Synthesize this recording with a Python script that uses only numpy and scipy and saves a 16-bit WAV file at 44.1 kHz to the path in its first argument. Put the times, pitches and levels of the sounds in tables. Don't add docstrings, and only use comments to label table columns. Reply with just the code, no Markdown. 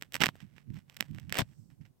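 import sys
import numpy as np
from scipy import signal
from scipy.fft import rfft, irfft, next_fast_len
from scipy.io import wavfile
from scipy.ndimage import uniform_filter1d, map_coordinates

SR = 44100
rng = np.random.default_rng(int(sys.argv[2]) if len(sys.argv) > 2 else 0)


def dump(signal):
    limited = np.clip(np.atleast_2d(signal).T, -1, 1)
    pcm = np.round(limited * 32767).astype(np.int16)
    wavfile.write(sys.argv[1], SR, pcm)


N = 88200


def wings():
    # peak, rise and fall in seconds, level in dB, left over right in dB.
    flaps = [(.206, 0.006, 0.039, -35, -0.5), (.2205, 0.011, 0.0092, -15, -2),
             (.238, 0.011, 0.042, -35.5, -1), (.261, 0.026, 0.014, -34.5, 9.5),
             (.289, 0.011, 0.017, -46, 11.5)]
    # frequency in Hz, gain in dB.
    flap_tint = [(60, 7.5), (290, 4), (600, 7.5), (950, 8), (1850, -4), (2900, 1.5), (7000, -6),
                 (14000, -5)]
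    return crackle(flaps, flap_tint, width=0.84, grains_per_s=2500)


def sharp_cracks():
    # start in seconds, level in dB, tilt in dB per octave, ring in Hz.
    cracks = [(0.0236, -10, -0.3, 3100), (0.2177, 1, -8.5, 990), (0.2366, 7, -1.86, 1900),
              (0.2414, 4.5, -3.5, 1900), (0.2592, -0.5, 0, 1370), (0.2669, 1, -2.8, 2750),
              (0.2888, -6, -6, 1000), (1.3249, -3, 0.3, 1750)]
    return sum(snap(*row) for row in cracks)


def grit_snaps():
    # start in seconds, level in dB, tilt in dB per octave.
    snaps = [(0.0123, -27.5, 0.5), (0.034, -25.5, -3.5), (0.1227, -22, 2.5), (0.1314, -33, -8),
             (0.1353, -22, 6), (0.1431, -6.5, 2), (0.1545, -10.5, 2.5), (0.1656, -12, -1.5),
             (0.2054, -8, 1), (0.2134, -8, 0), (0.223, -4, -3), (0.2835, -16.5, -1), (0.3547, -29.5, -16),
             (0.4039, -27.5, -2), (0.582, -27, -3.5), (0.703, -38.5, -1), (0.743, -35.5, 1.5),
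             (0.8981, -27, 1), (0.9448, -36.5, 3.5), (0.967, -19.5, 3.5), (0.9704, -21, 1),
             (1.0038, -18.5, -4), (1.0075, 1, 1), (1.0258, -13, -4), (1.112, -38.5, 4), (1.148, -31, 1),
             (1.1854, -22, -6.5), (1.1987, -30, 4), (1.2957, -21.5, 0), (1.3033, -28, -1.5),
             (1.3438, -11.5, -0.5), (1.355, -9.5, -3), (1.3706, -9, -0.5), (1.3731, -10, -4.5),
             (1.3819, -10, -2.5), (1.3872, -0.5, 1), (1.3925, -2.5, -8), (1.4174, -10.5, -7.5)]
    return sum(snap(*row, ring_hz=2970) for row in snaps)


def snap(start_s, db, tilt, ring_hz):
    # time in seconds, left over right in dB.
    drift = [(1.28, -1.5), (1.39, 10)]
    size, lead_s = 2048, .003
    ring_db, ring_width_oct = 3.5, 0.13
    tail_db, tail_t60_s = -12.5, .009
    out, hz, t = np.zeros((2, N)), np.fft.rfftfreq(size, 1 / SR), np.arange(size) / SR
    octaves = np.log2(np.maximum(hz, 900) / 2000)
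    ring = ring_db / (1 + (np.log2((hz + 1) / ring_hz) / ring_width_oct) ** 2)
    pan_db = np.interp(start_s, *np.transpose(drift))
    pulse = tight_pulse(port_colour(hz) + tilt * octaves + ring) * amp([[pan_db], [0]])
    delay_s = lead_s + 0.00023 * hz / (2 * 8870)
    pulse = irfft(rfft(pulse) * np.exp(-2j * np.pi * hz * delay_s))
    pulse *= np.cos(np.pi / 2 * t / t[-1]) ** 2
    tail = rng.standard_normal((2, size)) * amp(-60 * t / tail_t60_s)
    blow = amp(tail_db) * tail / np.linalg.norm(tail[0])
    blow[:, 0] = 1
    sound = signal.fftconvolve(pulse / np.linalg.norm(pulse), blow, axes=1)
    add(out, start_s - lead_s, amp(db + 0.5) * sound)
    return out


def gravel():
    # peak, rise and fall in seconds, level in dB, left over right in dB.
    rustle_strokes = [(.024, 0.025, 0.063, -58.5, 6.5), (.155, 0.022, 0.024, -35.5, 5.5),
                      (.357, 0.03, 0.034, -65, 13), (.41, 0.079, 0.095, -58, -2.5),
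                      (.582, 0.086, 0.082, -60, -8.5), (.775, 0.072, 0.049, -56, 0),
                      (.91, 0.045, 0.093, -61, 2), (1.015, 0.057, 0.11, -56.5, 4.5),
                      (1.18, 0.1, 0.14, -59, -0.5), (1.51, 0.1, 0.089, -69, 4),
                      (1.702, 0.0035, 0.062, -66.5, 3), (1.813, 0.0059, 0.063, -65.5, -4),
                      (1.852, .004, 0.033, -58.5, -0.5)]
    scrape_strokes = [(1.326, 0.0072, 0.079, -42.5, -14.5), (1.365, 0.044, 0.033, -35, -9),
                      (1.392, 0.012, 0.016, -24, 11), (1.404, 0.014, 0.018, -30.5, 13.5),
                      (1.419, .01, 0.005, -29, -17)]
    # frequency in Hz, gain in dB.
    rustle_tint = [(450, 2.5), (900, 4.5), (1850, -3), (14000, -5.5)]
    scrape_tint = [(60, -17), (290, 11), (720, 10.5), (1850, -2), (4000, -1), (14000, -9.5)]
    rustle = crackle(rustle_strokes, rustle_tint, width=.8, grains_per_s=260)
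    scrape = crackle(scrape_strokes, scrape_tint, width=1.57, grains_per_s=2500)
    return rustle + scrape


def crackle(strokes, tint, width, grains_per_s):
    spread_db, rub_gain = 3.5, .45
    shape = (3, N)
    sizes = rng.choice([-1, 1], shape) * amp(spread_db * np.clip(rng.standard_normal(shape), -2, 2))
    grains = unit((rng.random(shape) < grains_per_s / SR) * sizes)
    friction = grains + rub_gain * rng.standard_normal(shape)
    stereo = friction[2] + width * friction[:2]
    coloured = filtered(stereo, lambda hz: amp(port_colour(hz) + along(tint, hz)))
    return swells(strokes) * unit(coloured) / np.sqrt(2)


def thuds():
    # start in seconds, pitch in Hz, left level in dB, right level in dB.
    hits = [(0.022, 250, -54, -42), (0.148, 140, -72, -33.5), (0.204, 202.4, -49, -20.5),
            (0.236, 270, -27, -27), (0.268, 190, -27, -26.5), (0.286, 151, -38, -27.5),
            (1.007, 259, -41.5, -27.5), (1.3858, 585, -13, -26), (1.392, 165.6, -15.5, -26.5),
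            (1.405, 280, -15, -43), (1.419, 138, -18.5, -28)]
    pitch_sag, attack_s = 0.2, .0015
    out, t = np.zeros((2, N)), np.arange(SR // 10) / SR
    for start_s, hz, left_db, right_db in hits:
        decay = np.exp(-t * hz)
        falling_hz = hz * (1 - pitch_sag * (1 - decay))
        swing = np.sin(2 * np.pi * np.cumsum(falling_hz) / SR)
        attack = 1 - np.exp(-t / attack_s)
        add(out, start_s, amp([[left_db], [right_db]]) * swing * decay * attack)
    return out


def wind():
    # time in seconds, level in dB.
    gust_curve = [(0, -63), (.35, -53), (.41, -63), (.432, -41.5), (.49, -57), (.63, -56), (.69, -40),
                  (.78, -40), (.81, -62.5), (.95, -60), (1.04, -57), (1.14, -37.5), (1.21, -50),
                  (1.25, -44), (1.38, -51), (1.46, -54.5), (1.49, -46.5), (1.55, -60.5), (1.61, -47.5),
                  (1.68, -63.5), (1.71, -53), (1.77, -72), (1.81, -47), (1.91, -61.5), (1.94, -87)]
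    # frequency in Hz, gain in dB.
    rumble_colour = [(20, -31.5), (45, -14), (135, 3.5), (200, -5), (300, -15), (450, -30.5), (2000, -69.5),
                     (8000, -92)]
    flutter_db, flutter_per_s, left_db, top_hz = 4, 65, -16.5, 350
    t = np.arange(N) / SR
    flutter = map_coordinates(rng.standard_normal(size=400), [t * flutter_per_s], mode="wrap")
    level_db = np.interp(t, *np.transpose(gust_curve)) + flutter_db * flutter
    rumble = steadied(noise(rumble_colour), hold_s=0.02)
    gusts = amp(level_db) * amp([[left_db], [0]]) * rumble
    return low_pass(gusts, top_hz, order=5)


def outdoor_air():
    # frequency in Hz, gain in dB.
    air_colour = [(20, -9), (60, 0.5), (200, -2.5), (600, -15.5), (2000, -31), (8000, -32), (16000, -30.5)]
    hiss_colour = [(2500, -27), (5300, 0), (6600, -5), (8000, 2), (9800, -16.5), (13000, -10)]
    # peak, rise and fall in seconds, level in dB, left over right in dB.
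    hiss_swell = [(1.6, .5, 0.268, -73, -12)]
    return amp(-71) * noise(air_colour) + swells(hiss_swell) * noise(hiss_colour)


def port_colour(hz):
    # frequency in Hz, gain in dB.
    left = [(40, -40), (550, -12), (900, -17.5), (1500, -26.5), (2200, -19.5), (3300, -13), (4800, -20.5),
            (6800, -23), (8000, -13), (9800, -30.5), (12500, -17), (16000, -22.5)]
    right = [(40, -18), (290, -4.5), (520, -15), (1100, -9), (1850, 2), (2900, -1.5), (4300, -10.5),
             (5600, -8), (6800, -16), (8000, -10.5), (9800, -31), (12500, -19), (16000, -28)]
    return np.array([along(left, hz), along(right, hz)])


def swells(strokes):
    t, power = np.arange(N) / SR, np.zeros((2, N))
    for peak_s, rise_s, fall_s, db, pan_db in strokes:
        drop_db = 20 * np.maximum((peak_s - t) / rise_s, (t - peak_s) / fall_s)
        power += (amp(db - drop_db) * amp([[pan_db], [0]])) ** 2
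    return np.sqrt(power)


def tight_pulse(spectrum_db):
    cepstrum = irfft(np.log(amp(spectrum_db)))
    half = cepstrum.shape[-1] // 2
    cepstrum[..., 1:half] *= 2
    cepstrum[..., half + 1:] = 0
    return irfft(np.exp(rfft(cepstrum)))


def noise(colour):
    return unit(filtered(rng.standard_normal((2, N)), lambda hz: amp(along(colour, hz))))


def steadied(x, hold_s):
    power = uniform_filter1d(x ** 2, int(hold_s * SR), axis=-1)
    return x / np.sqrt(np.abs(power) + 1e-12)


def filtered(x, response):
    size = next_fast_len(N + SR // 2)
    hz = np.fft.rfftfreq(size, 1 / SR)
    return irfft(rfft(x, size) * response(hz), size)[..., :N]


def low_pass(x, top_hz, order):
    return filtered(x, lambda hz: 1 / np.sqrt(1 + (hz / top_hz) ** (2 * order)))


def along(points, hz):
    points_hz, values = np.transpose(points)
    return np.interp(np.log(hz + 1), np.log(points_hz + 1), values)


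def amp(db):
    return 10 ** (np.asarray(db) / 20)


def unit(x):
    return x / np.sqrt(np.mean(x ** 2) + 1e-20)


def add(track, start_s, sound):
    i = max(0, round(start_s * SR))
    track[:, i:i + sound.shape[1]] += sound[:, :max(0, N - i)]


def scene():
    air = outdoor_air()
    return grit_snaps() + sharp_cracks() + wings() + gravel() + thuds() + wind() + air


def record(dry):
    return low_pass(dry, top_hz=16300, order=80)


dry = scene()
out = record(dry)
dump(out)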